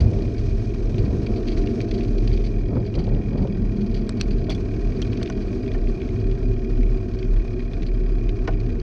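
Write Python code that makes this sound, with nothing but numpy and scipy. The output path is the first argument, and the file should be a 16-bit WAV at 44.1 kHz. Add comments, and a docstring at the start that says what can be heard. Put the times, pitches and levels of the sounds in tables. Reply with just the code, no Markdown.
"""A knobby mountain bike tyre rolls on asphalt, heard from the bike as it slows.
The road shakes bike, tyre and frame into a low rumble; the knobs hum and crunch on grit.
Wind buffets the microphone, bumps knock the frame and loose parts click.
Underneath, the chain runs over the teeth, rattles with dry ticks, chatters in spells and slaps."""
import sys
import numpy as np
from scipy import signal
from scipy.fft import rfft, irfft
from scipy.io import wavfile

SR = 44100
rng = np.random.default_rng(int(sys.argv[2]) if len(sys.argv) > 2 else 0)


def persist_wave(psi):
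    """Save psi, clipped to +-1, as 16-bit WAV."""
    counts = np.round(np.clip(psi, -1, 1) * 32767).astype(np.int16)
    wavfile.write(sys.argv[1], SR, np.atleast_2d(counts).T)


N = 388962
TIME = np.arange(N) / SR

# Uneven stretches of path. Each row: centre in seconds, length in seconds, swing in dB, drone in dB.
UNEVEN_PATH = [(0.03, 0.082, -41.5, -14), (0.52, 0.2, -20.5, -24), (0.98, 0.23, -55, -25),
               (1.601, 0.051, -16.5, -38), (2.287, 0.3, -17, -29.5), (2.822, 0.28, -27.5, -27.5),
               (3.12, 0.16, -21, -27.5), (5.062, 0.32, -27, -28), (5.86, 0.16, -18.5, -46),
               (6.178, 0.21, -44, -25.5), (6.454, 0.23, -20, -29.5), (6.776, 0.23, -17, -36.5),
               (7.364, 0.1, -18, -39), (8.043, 0.46, -20.5, -52), (8.654, 0.33, -24.5, -27.5)]


def bike_shudder(hz=37, width_hz=7, even_road_db=-26.5):
    """The road drives the whole bike's slowest vibration; uneven stretches set it swinging."""
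    swing_power = swells((s, length, db) for s, length, db, _ in UNEVEN_PATH)
    steady = amp(even_road_db) * shaken([(hz, width_hz, 0)])
    return steady + np.sqrt(swing_power) * swing(hz, wander_hz=2.425, wander_rate_hz=7.63, flutter_db=0.5)


# Tyre resonances. Each row: frequency in Hz, nominal width in Hz, gain in dB.
DRONE_MODES = [(72.6, 35, -10), (106.96, 8.4, -2.5), (123.5, 9.1, -11.5)]
TYRE_BOOM_MODES = [(172, 34, 0)]
# Tyre boom. Each row: centre in seconds, length in seconds, level in dB.
TYRE_BOOMS = [(3.55, 0.35, -28.5)]


def tyre_drone(cruise_db=-30, db_per_doubling=9, cruise_links_per_s=36.6):
    """The shaken tyre drones, louder at speed and on uneven path, and booms once."""
    links_per_s, = follow(CHAIN_SPEED)
    even_road_db = cruise_db + db_per_doubling * np.log2(links_per_s / cruise_links_per_s)
    uneven_power = swells((s, length, db) for s, length, _, db in UNEVEN_PATH)
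    drone = np.sqrt(amp(even_road_db) ** 2 + uneven_power) * shaken(DRONE_MODES)
    boom = np.sqrt(swells(TYRE_BOOMS)) * shaken(TYRE_BOOM_MODES)
    return drone + boom


# Road shaking of the frame. Each row: time in seconds, level in dB.
FRAME_SHAKE = [(0, -29), (.6, -33), (1.2, -30), (1.7, -27), (2.3, -29.5), (3, -34), (3.7, -33.5),
               (4.4, -31.5), (5.7, -30.5), (6.5, -33), (7.3, -34), (8.82, -34)]
# Frame resonances. Each row: frequency in Hz, nominal width in Hz, gain in dB.
FRAME_RESONANCES = [(222, 29, -5), (253.7, 11, -4), (298.2, 16.2, -1.5), (319.8, 10, -3), (353.3, 17, -1.5),
                    (380, 15.7, -1.5), (397.5, 28.8, -3.5), (447.4, 40.5, -10), (596.5, 42, -19.5),
                    (646.4, 12, -14), (691.7, 19.4, -13.5)]


def frame_rumble():
    """The road shakes the frame's resonances at random."""
    level_db, = follow(FRAME_SHAKE)
    return amp(level_db) * shaken(FRAME_RESONANCES)


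# Knob rows meeting the road. Each row: time in seconds, rate in Hz, relative level in dB.
KNOB_HUM = [(0, 218, -34), (.5, 212, -40), (1.1, 207, -34), (2.2, 206, -35), (2.6, 204, -38),
            (3.2, 201, -35), (3.6, 206, -26.5), (4.15, 203, -29.5), (4.5, 202, -38), (5.2, 199, -36),
            (6.2, 191, -40), (7.2, 186, -41), (8.82, 179, -43)]


def tread_hum(trim_db=-1, frame_hz=379.4, frame_width_hz=16, octave_peak_db=-35.5):
    """The knobs' hum sinks as the bike slows; its octave swells on passing a frame resonance."""
    hz, db = follow(KNOB_HUM)
    hum = amp(db + trim_db) * swing(hz, wander_hz=3.99, wander_rate_hz=13.8, flutter_db=4.5)
    detuning = 2 * (2 * hz - frame_hz) / frame_width_hz
    octave_db = octave_peak_db - 10 * np.log10(1 + detuning ** 2)
    return hum + amp(octave_db) * swing(2 * hz, wander_hz=4, wander_rate_hz=8, flutter_db=2.5)


# Singing frame resonance. 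Each row: time in seconds, frequency in Hz, relative level in dB.
FRAME_TONE = [(0, 232, -37), (1.2, 238, -37), (1.6, 240, -30), (2.1, 235, -32), (2.6, 232, -39),
              (3.6, 233, -37), (4.15, 239, -30.5), (4.7, 239, -37), (5.7, 243, -30.5), (6.2, 245, -34),
              (7, 242, -36), (8.82, 243, -38)]


def frame_singing(trim_db=-1):
    """One strong frame resonance sings along, drifting a little."""
    hz, db = follow(FRAME_TONE)
    return amp(db + trim_db) * swing(hz, wander_hz=7.12, wander_rate_hz=14.1, flutter_db=4.5)


# Steady airflow. Each row: time in seconds, level in dB.
AIRFLOW = [(0, -47), (2.5, -33), (3.5, -33), (4.6, -31), (5.3, -41.5), (8.82, -47)]
# Gusts. Each row: centre in seconds, length in seconds, level in dB.
WIND_GUSTS = [(0.062, 0.27, -25), (1.103, 0.3, -25), (2.755, 0.082, -20), (2.985, 0.043, -19.5),
              (3.11, 0.14, -24.5), (3.364, 0.062, -21.5), (3.441, 0.051, -18.5)]
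# Spectra of light air and a hard gust. Each row: frequency in Hz, gain in dB.
AIR_SPECTRUM = [(10, -13), (25, -7.5), (70, 5.5), (160, 4), (300, -3.5), (500, -22), (800, -27),
                (1500, -50.5), (4000, -82.5), (10000, -100)]
GUST_SPECTRUM = [(10, -25.5), (25, 1), (65, 8), (160, 6), (300, -2.5), (500, -6), (800, -21.5),
                 (1500, -36.5), (4000, -67.5), (10000, -94.5)]


def wind(eddy_db=3, eddy_rate_hz=40, buffet_db=3, buffet_rate_hz=60):
    """Turbulence at the microphone: light air throughout, brighter and more ragged in gusts."""
    air_db, = follow(AIRFLOW)
    air, gust = rng.standard_normal((2, N))
    air *= amp(eddy_db * drift(eddy_rate_hz))
    gust *= amp(buffet_db * np.minimum(drift(buffet_rate_hz), 1))
    breeze = amp(air_db) * unit(colour(air, AIR_SPECTRUM))
    return breeze + np.sqrt(swells(WIND_GUSTS)) * unit(colour(gust, GUST_SPECTRUM))


# Breaking eddies. 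Each row: start in seconds, peak in dB.
EDDY_POPS = [(2.755, -17), (2.768, -16), (2.98, -16), (3.078, -18.5), (3.392, -23)]


def wind_pops(decay_s=0.005):
    """In the hardest gusts, eddies break on the microphone with a dull pop."""
    out, t = np.zeros(N), np.arange(SR // 20) / SR
    for s, db in EDDY_POPS:
        burst = rng.standard_normal(len(t)) * np.exp(-t / decay_s)
        add(out, s, at_peak(colour(burst, GUST_SPECTRUM, db_per_octave=2), db))
    return out


# Bumps. Each row: start in seconds, peak in dB, judder decay in seconds, cut-off in Hz.
BUMPS = [(4.484, -24, 0.02, 650), (4.503, -24, .012, 500), (5.212, -27, 0.0049, 3000),
         (5.3005, -26, 0.001, 1300), (5.745, -27.5, .008, 2500), (8.477, -15, 0.003, 1900),
         (8.484, -20.5, .009, 900)]
# Struck frame modes. Each row: frequency in Hz, gain in dB, t60 in seconds.
BUMP_MODES = [(365, -1.5, 0.055), (466, 0.5, 0.075), (647, 4, 0.042), (773, -3, 0.045), (850, -5, 0.025),
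              (1100, -0.5, 0.021), (1477, -1, 0.035), (1800, -1.5, 0.026), (2270, 0, 0.015),
              (2970, -3, 0.018)]


def frame_knocks(judder_gain=0.4):
    """Each bump rings the frame with a blow and a short judder; soft blows are duller."""
    out, t = np.zeros(N), np.arange(SR // 10) / SR
    ring = ringing(BUMP_MODES)
    for s, db, decay_s, cutoff_hz in BUMPS:
        force = (t == 0) + judder_gain * rng.standard_normal(len(t)) * np.exp(-t / decay_s)
        clunk = signal.lfilter(*signal.butter(2, cutoff_hz, fs=SR), signal.fftconvolve(force, ring))
        add(out, s, at_peak(clunk, db))
    return out


# Loose parts. Each row: start in seconds, peak in dB, ring in Hz, relative ring level in dB,
# t60 in seconds, crack tilt in dB per octave.
PART_CLICKS = [(1.581, -33, 4600, -5, .012, 7), (1.805, -23, 2390, 3, 0.01, 0),
               (1.815, -33.5, 4550, -9, 0.01, 8), (4.093, -21, 7960, -15.5, 0.0075, 0.5),
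               (4.2115, -17.5, 2600, 0, 0.018, 3.5), (4.2122, -13.5, 4350, -8, 0.011, 4),
               (4.496, -27, 3400, 9, 0.039, 4), (4.501, -26.5, 3420, -1, 0.02, 15),
               (4.504, -27, 2430, 3, 0.023, -6), (4.548, -32, 3400, 3, 0.05, 13),
               (5.018, -24.5, 5600, -12, 0.02, 3), (5.025, -24, 3210, 10, 0.02, 1),
               (5.2298, -21, 4400, -5, 0.017, 2), (5.232, -37, 8200, -5, .014, 5),
               (5.2999, -25, 5950, -8, 0.011, -8), (8.476, -22.5, 3260, -25, 0.044, -5.5)]
# Contact crack spectrum. Each row: frequency in Hz, gain in dB.
CRACK_SPECTRUM = [(300, -30), (1000, 6), (2500, 5), (4600, 5.5), (6000, 1), (7200, -16), (9000, -22.5),
                  (10500, -37), (15500, -54)]


def loose_parts(rise_s=0.000067):
    """A short crack of contact plus one ringing mode of the struck part."""
    out, t = np.zeros(N), np.arange(SR // 10) / SR
    for s, db, ring_hz, ring_db, t60_s, db_per_octave in PART_CLICKS:
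        envelope = (1 - np.exp(-t / rise_s)) * np.exp(-np.log(1000) * t / t60_s)
        crack = unit(colour(rng.standard_normal(len(t)), CRACK_SPECTRUM, db_per_octave))
        ring = 2 * amp(ring_db) * np.sin(2 * np.pi * ring_hz * t)
        add(out, s, at_peak(envelope * (crack + ring), db))
    return out


# Tread on grit. Each row: time in seconds, crunch in dB, hiss in dB.
GRIT_LEVELS = [(.5, -54, -55.5), (1.5, -49, -56.5), (2.3, -52, -54.5), (2.65, -56, -62.5),
               (3.7, -52.5, -61.5), (5, -50, -57.5), (6.3, -52, -60), (8.82, -51.5, -62)]
# Grit spectra. Each row: frequency in Hz, gain in dB.
CRUNCH_SPECTRUM = [(400, 4), (720, 5), (900, -0.5), (1100, 4.5), (1300, 0), (1600, 0), (2050, -12.5),
                   (2600, -4.5), (3500, -24), (6000, -37), (9000, -60)]
HISS_SPECTRUM = [(1000, -4), (2500, -2.5), (3500, -4), (4100, 0.5), (4800, -2), (5200, -0.5), (6400, -3.5),
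                 (7200, -16), (8800, -17.5), (10500, -31.5), (15000, -55.5)]


def grit():
    """Knobs strike coarse asphalt: a crunch and a fine hiss that flicker together."""
    crunch_db, hiss_db = follow(GRIT_LEVELS)
    contact = drift(hz=38)
    crunch = unit(colour(grains(per_s=4000, spread_db=-0.5), CRUNCH_SPECTRUM))
    hiss = unit(colour(grains(per_s=5600, spread_db=0), HISS_SPECTRUM))
    return amp(crunch_db + 1.4 * contact) * crunch + amp(hiss_db + 2 * contact) * hiss


# Dry ticks of the rattling chain. Each row: start in seconds, peak in dB.
DRY_TICKS = [(.943, -34), (.981, -31.5), (1.268, -31.5), (1.484, -29), (1.573, -35), (1.672, -29.5),
             (1.913, -28), (2.008, -30), (2.316, -32), (2.375, -32), (2.941, -33), (3.068, -37.5),
             (4.52, -31), (5.131, -30.5), (5.174, -36), (5.259, -32), (5.678, -34), (5.717, -31.5),
             (6.017, -31), (7.228, -31), (7.605, -37), (7.734, -33.5), (7.831, -35.5), (8.292, -29),
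             (8.666, -42), (8.703, -38)]
# Dry tick spectrum. Each row: frequency in Hz, gain in dB.
DRY_TICK_SPECTRUM = [(600, -25), (1700, -6.5), (2400, 6.5), (2900, -2), (3500, -2.5), (4500, -11.5),
                     (6300, -15.5), (7300, -36), (12000, -55)]


def chain_rattle(contact_s=0.0029, strays_per_s=4, stray_floor_db=-43, stray_spread_db=4.5):
    """Dry ticks of the rattling chain; fainter ones come at random."""
    out, t = np.zeros(N), np.arange(SR // 40) / SR
    gaps, sizes = rng.exponential(1, (300, 2)).T
    stray_s = np.cumsum(gaps) / strays_per_s
    stray_db = stray_floor_db + stray_spread_db * np.minimum(sizes, 2)
    for s, db in [*DRY_TICKS, *zip(stray_s, stray_db)]:
        scrape = rng.standard_normal(len(t)) * np.exp(-t / contact_s)
        add(out, s, at_peak(colour(scrape, DRY_TICK_SPECTRUM, size=1024), db))
    return out


# Slack chain spells. Each row: centre in seconds, length in seconds, relative level in dB.
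SLACK_SPELLS = [(1.07, 0.035, -48), (1.6, 0.2, -53), (1.97, 0.16, -48), (2.35, 0.21, -54),
                (3.03, 0.069, -50.5), (3.4, 0.057, -49), (3.86, 0.2, -49), (4.26, 0.37, -52),
                (5.13, 0.46, -50.5), (5.9, 0.59, -56), (7.17, 0.073, -50)]
# A brief bright click at the very start, then chain slaps.
# Each row: time in seconds, relative level in dB, length in seconds.
BRIGHT_BURSTS = [(.008, -38.5, 0.011), (0.224, -47.5, 0.0065), (0.383, -48.5, 0.011), (0.988, -47.5, 0.012),
                 (1.266, -42, 0.0074), (1.368, -46.5, 0.021), (1.481, -45, 0.035), (1.524, -45.5, .018),
                 (1.577, -46, 0.015), (1.619, -46, 0.011), (1.815, -43, 0.0093), (1.914, -43, 0.0099),
                 (1.948, -45, 0.014), (1.98, -51, 0.0096), (2.012, -55, 0.012), (2.184, -40.5, 0.0057),
                 (2.278, -39, 0.0068), (2.336, -45.5, 0.02), (2.445, -42.5, 0.015), (2.468, -46, 0.014),
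                 (2.867, -47, 0.012), (2.955, -41.5, 0.009), (2.995, -45.5, 0.02), (3.947, -42.5, 0.012),
                 (4.209, -44, 0.029), (4.313, -46, 0.014), (4.514, -37, 0.02), (7.868, -45, 0.0092),
                 (8.604, -49.5, 0.0068), (8.801, -47, 0.0057)]
# Chatter spectrum. Each row: frequency in Hz, gain in dB.
CHATTER_SPECTRUM = [(700, -31), (1700, -8.5), (2300, 2), (2800, -5), (3250, 0.5), (3600, -6.5), (4150, 1),
                    (4700, 7), (5150, -11.5), (6000, -9), (7200, -25), (9500, -30.5), (12000, -46.5),
                    (16000, -55.5)]


def chain_chatter(idle_db=-61, spread_db=1.2, trim_db=1.5, rub_length_s=0.011, jitter_s=0.0022):
    """The wide outer links rub and tap, faintly throughout, strongly in spells; bright bursts on top."""
    outer_s = link_times()[1::2]
    late, strong, long = rng.standard_normal((len(outer_s), 3)).T
    spell_db = 10 * np.log10(amp(idle_db) ** 2 + swells(SLACK_SPELLS))
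    rub_db = np.interp(outer_s, TIME, spell_db) + spread_db * strong
    rubs = zip(outer_s + jitter_s * late, rub_db, rub_length_s * np.exp(0.3 * long))
    power, t = np.zeros(N), np.arange(SR // 8) / SR
    for s, db, length_s in [*BRIGHT_BURSTS, *rubs]:
        age = 2.42 * t / length_s
        envelope = amp(db) * age * np.exp(1 - age)  # quick rise, slower fall
        add(power, s - length_s / 2, envelope ** 2)
    taps = unit(colour(grains(per_s=2200, spread_db=1.5), CHATTER_SPECTRUM))
    return amp(trim_db) * np.sqrt(power) * taps


# Links striking teeth. Each row: time in seconds, level in dB.
TICK_LEVELS = [(0, -55), (2.8, -55.5), (4.2, -55), (5, -52), (6.4, -53.5), (8.82, -54.5)]
# Chainring modes. Each row: frequency in Hz, gain in dB, t60 in seconds.
CHAINRING_MODES = [(1580, -3.5, 0.021), (1881, -3.5, 0.039), (2255, -2, 0.041), (2442, -1, 0.066),
                   (3267, -4, 0.014), (4110, -7.5, 0.011), (4830, -8, 0.03)]


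def chain_ticks(spread_db=2.2, jitter_s=0.0011, seat_s=0.0055, seat_db=-5, scrape_s=0.0036, rub_db=-67):
    """Each link strikes a tooth, then seats softly; both taps and a faint rub ring the chainring."""
    strikes_s, ring = link_times(), ringing(CHAINRING_MODES)
    level_db, = follow(TICK_LEVELS)
    out, t = np.zeros(N), np.arange(SR // 40) / SR
    for s, (strike_late, seat_late, strong) in zip(strikes_s, rng.standard_normal((len(strikes_s), 3))):
        force, seat = rng.standard_normal((2, len(t))) * np.exp(-t / scrape_s)
        add(force, seat_s + jitter_s * seat_late, amp(seat_db) * seat)
        tick = unit(signal.fftconvolve(force, ring))
        add(out, s + jitter_s * strike_late, amp(spread_db * strong) * tick)
    rub = unit(signal.oaconvolve(rng.standard_normal(N), ring)[:N])
    return amp(level_db) * unit(out) + amp(rub_db) * rub


# Chain speed. Each row: time in seconds, links per second.
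CHAIN_SPEED = [(0, 43.1), (.8, 43.55), (1.7, 42.9), (2.6, 41.35), (3.4, 41.9), (4, 39.1), (4.6, 36.45),
               (5, 39.8), (5.5, 39.15), (6, 37.45), (6.6, 37.05), (7.2, 35.75), (7.8, 34), (8.2, 33.75),
               (8.82, 32.4)]


def link_times():
    """Seconds at which a link meets a tooth."""
    links_per_s, = follow(CHAIN_SPEED)
    links_passed = np.floor(np.cumsum(links_per_s) / SR + 0.14)
    return np.flatnonzero(np.diff(links_passed)) / SR


def shaken(modes):
    """Modes driven by separate noises, filtered twice for steep flanks; rms 1."""
    out = np.zeros(N)
    for hz, width_hz, db in modes:
        b, a = signal.iirpeak(hz, hz / (2 * width_hz), SR)
        once = signal.lfilter(b, a, rng.standard_normal(N))
        out += amp(db) * signal.lfilter(b, a, once)
    return unit(out)


def swing(hz, wander_hz, wander_rate_hz, flutter_db):
    """A lightly damped vibration, its pitch and strength disturbed by the road; rms 1."""
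    turns = np.cumsum(hz + wander_hz * drift(wander_rate_hz)) / SR
    return unit(np.sin(2 * np.pi * turns) * amp(flutter_db * drift(wander_rate_hz)))


def ringing(modes):
    """Damped sines of alternating sign after one tap."""
    t = np.arange(SR // 5) / SR
    return sum((-1) ** k * amp(db) * np.exp(-np.log(1000) * t / t60_s) * np.sin(2 * np.pi * hz * t)
               for k, (hz, db, t60_s) in enumerate(modes))


def grains(per_s, spread_db):
    """Tiny random impacts; rms 1."""
    size = amp(spread_db * np.minimum(rng.exponential(1, N), 4))
    return unit(size * rng.choice([-1, 1], N) * (rng.random(N) < per_s / SR))


def drift(hz):
    """Random wander up to about hz; rms 1."""
    bins_hz = np.fft.rfftfreq(N, 1 / SR)
    return unit(irfft(rfft(rng.standard_normal(N)) * np.exp(-0.5 * (bins_hz / hz) ** 2), N))


def colour(x, spectrum, db_per_octave=0, size=4096):
    """Minimum-phase filter with the given spectrum and tilt."""
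    hz, db = np.transpose(spectrum)
    octave = np.log2(abs(np.fft.fftfreq(size, 1 / SR)) + 1)
    tilt_db = db_per_octave * np.maximum(octave - np.log2(hz[0]), 0)
    log_gain = np.log(amp(np.interp(octave, np.log2(hz), db) + tilt_db))
    taps = np.fft.ifft(np.exp(np.conj(signal.hilbert(log_gain)))).real
    return signal.oaconvolve(x, taps[:size // 2])[:len(x)]


def swells(rows):
    """Summed power of bell-shaped swells."""
    return sum(amp(db) ** 2 * np.exp(-np.pi * ((TIME - s) / length_s) ** 2) for s, length_s, db in rows)


def follow(rows):
    """Each value column, interpolated to every sample."""
    s, *columns = np.transpose(rows)
    return [np.interp(TIME, s, column) for column in columns]


def add(mix, s, sound):
    """Mixes a sound in at s seconds."""
    part = mix[max(round(s * SR), 0):][:len(sound)]
    part += sound[:len(part)]


def amp(db):
    """Decibels to gain."""
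    return 10 ** (np.asarray(db) / 20)


def unit(x):
    """Scales to rms 1."""
    return x / np.sqrt(np.mean(x ** 2) + 1e-20)


def at_peak(x, db):
    """Scales to a peak in dB."""
    return amp(db) * x / abs(x).max()


def scene():
    """All sources close, in open air: mono, no echo."""
    rolling = bike_shudder() + tyre_drone() + frame_rumble() + tread_hum() + frame_singing()
    air = wind() + wind_pops()
    surface = grit()
    chain = chain_rattle() + chain_ticks() + chain_chatter()
    return (rolling + air + surface + chain + loose_parts() + frame_knocks())[None]


def record(dry, cutoff_hz=15600):
    """Short fades at both ends, then a steep low-pass."""
    fades = signal.windows.tukey(N, 0.001)
    lowpass = signal.firwin(511, cutoff_hz, window=("kaiser", 9), fs=SR)
    return signal.oaconvolve(dry * fades, lowpass[None], "same")


dry = scene()
out = record(dry)
persist_wave(out)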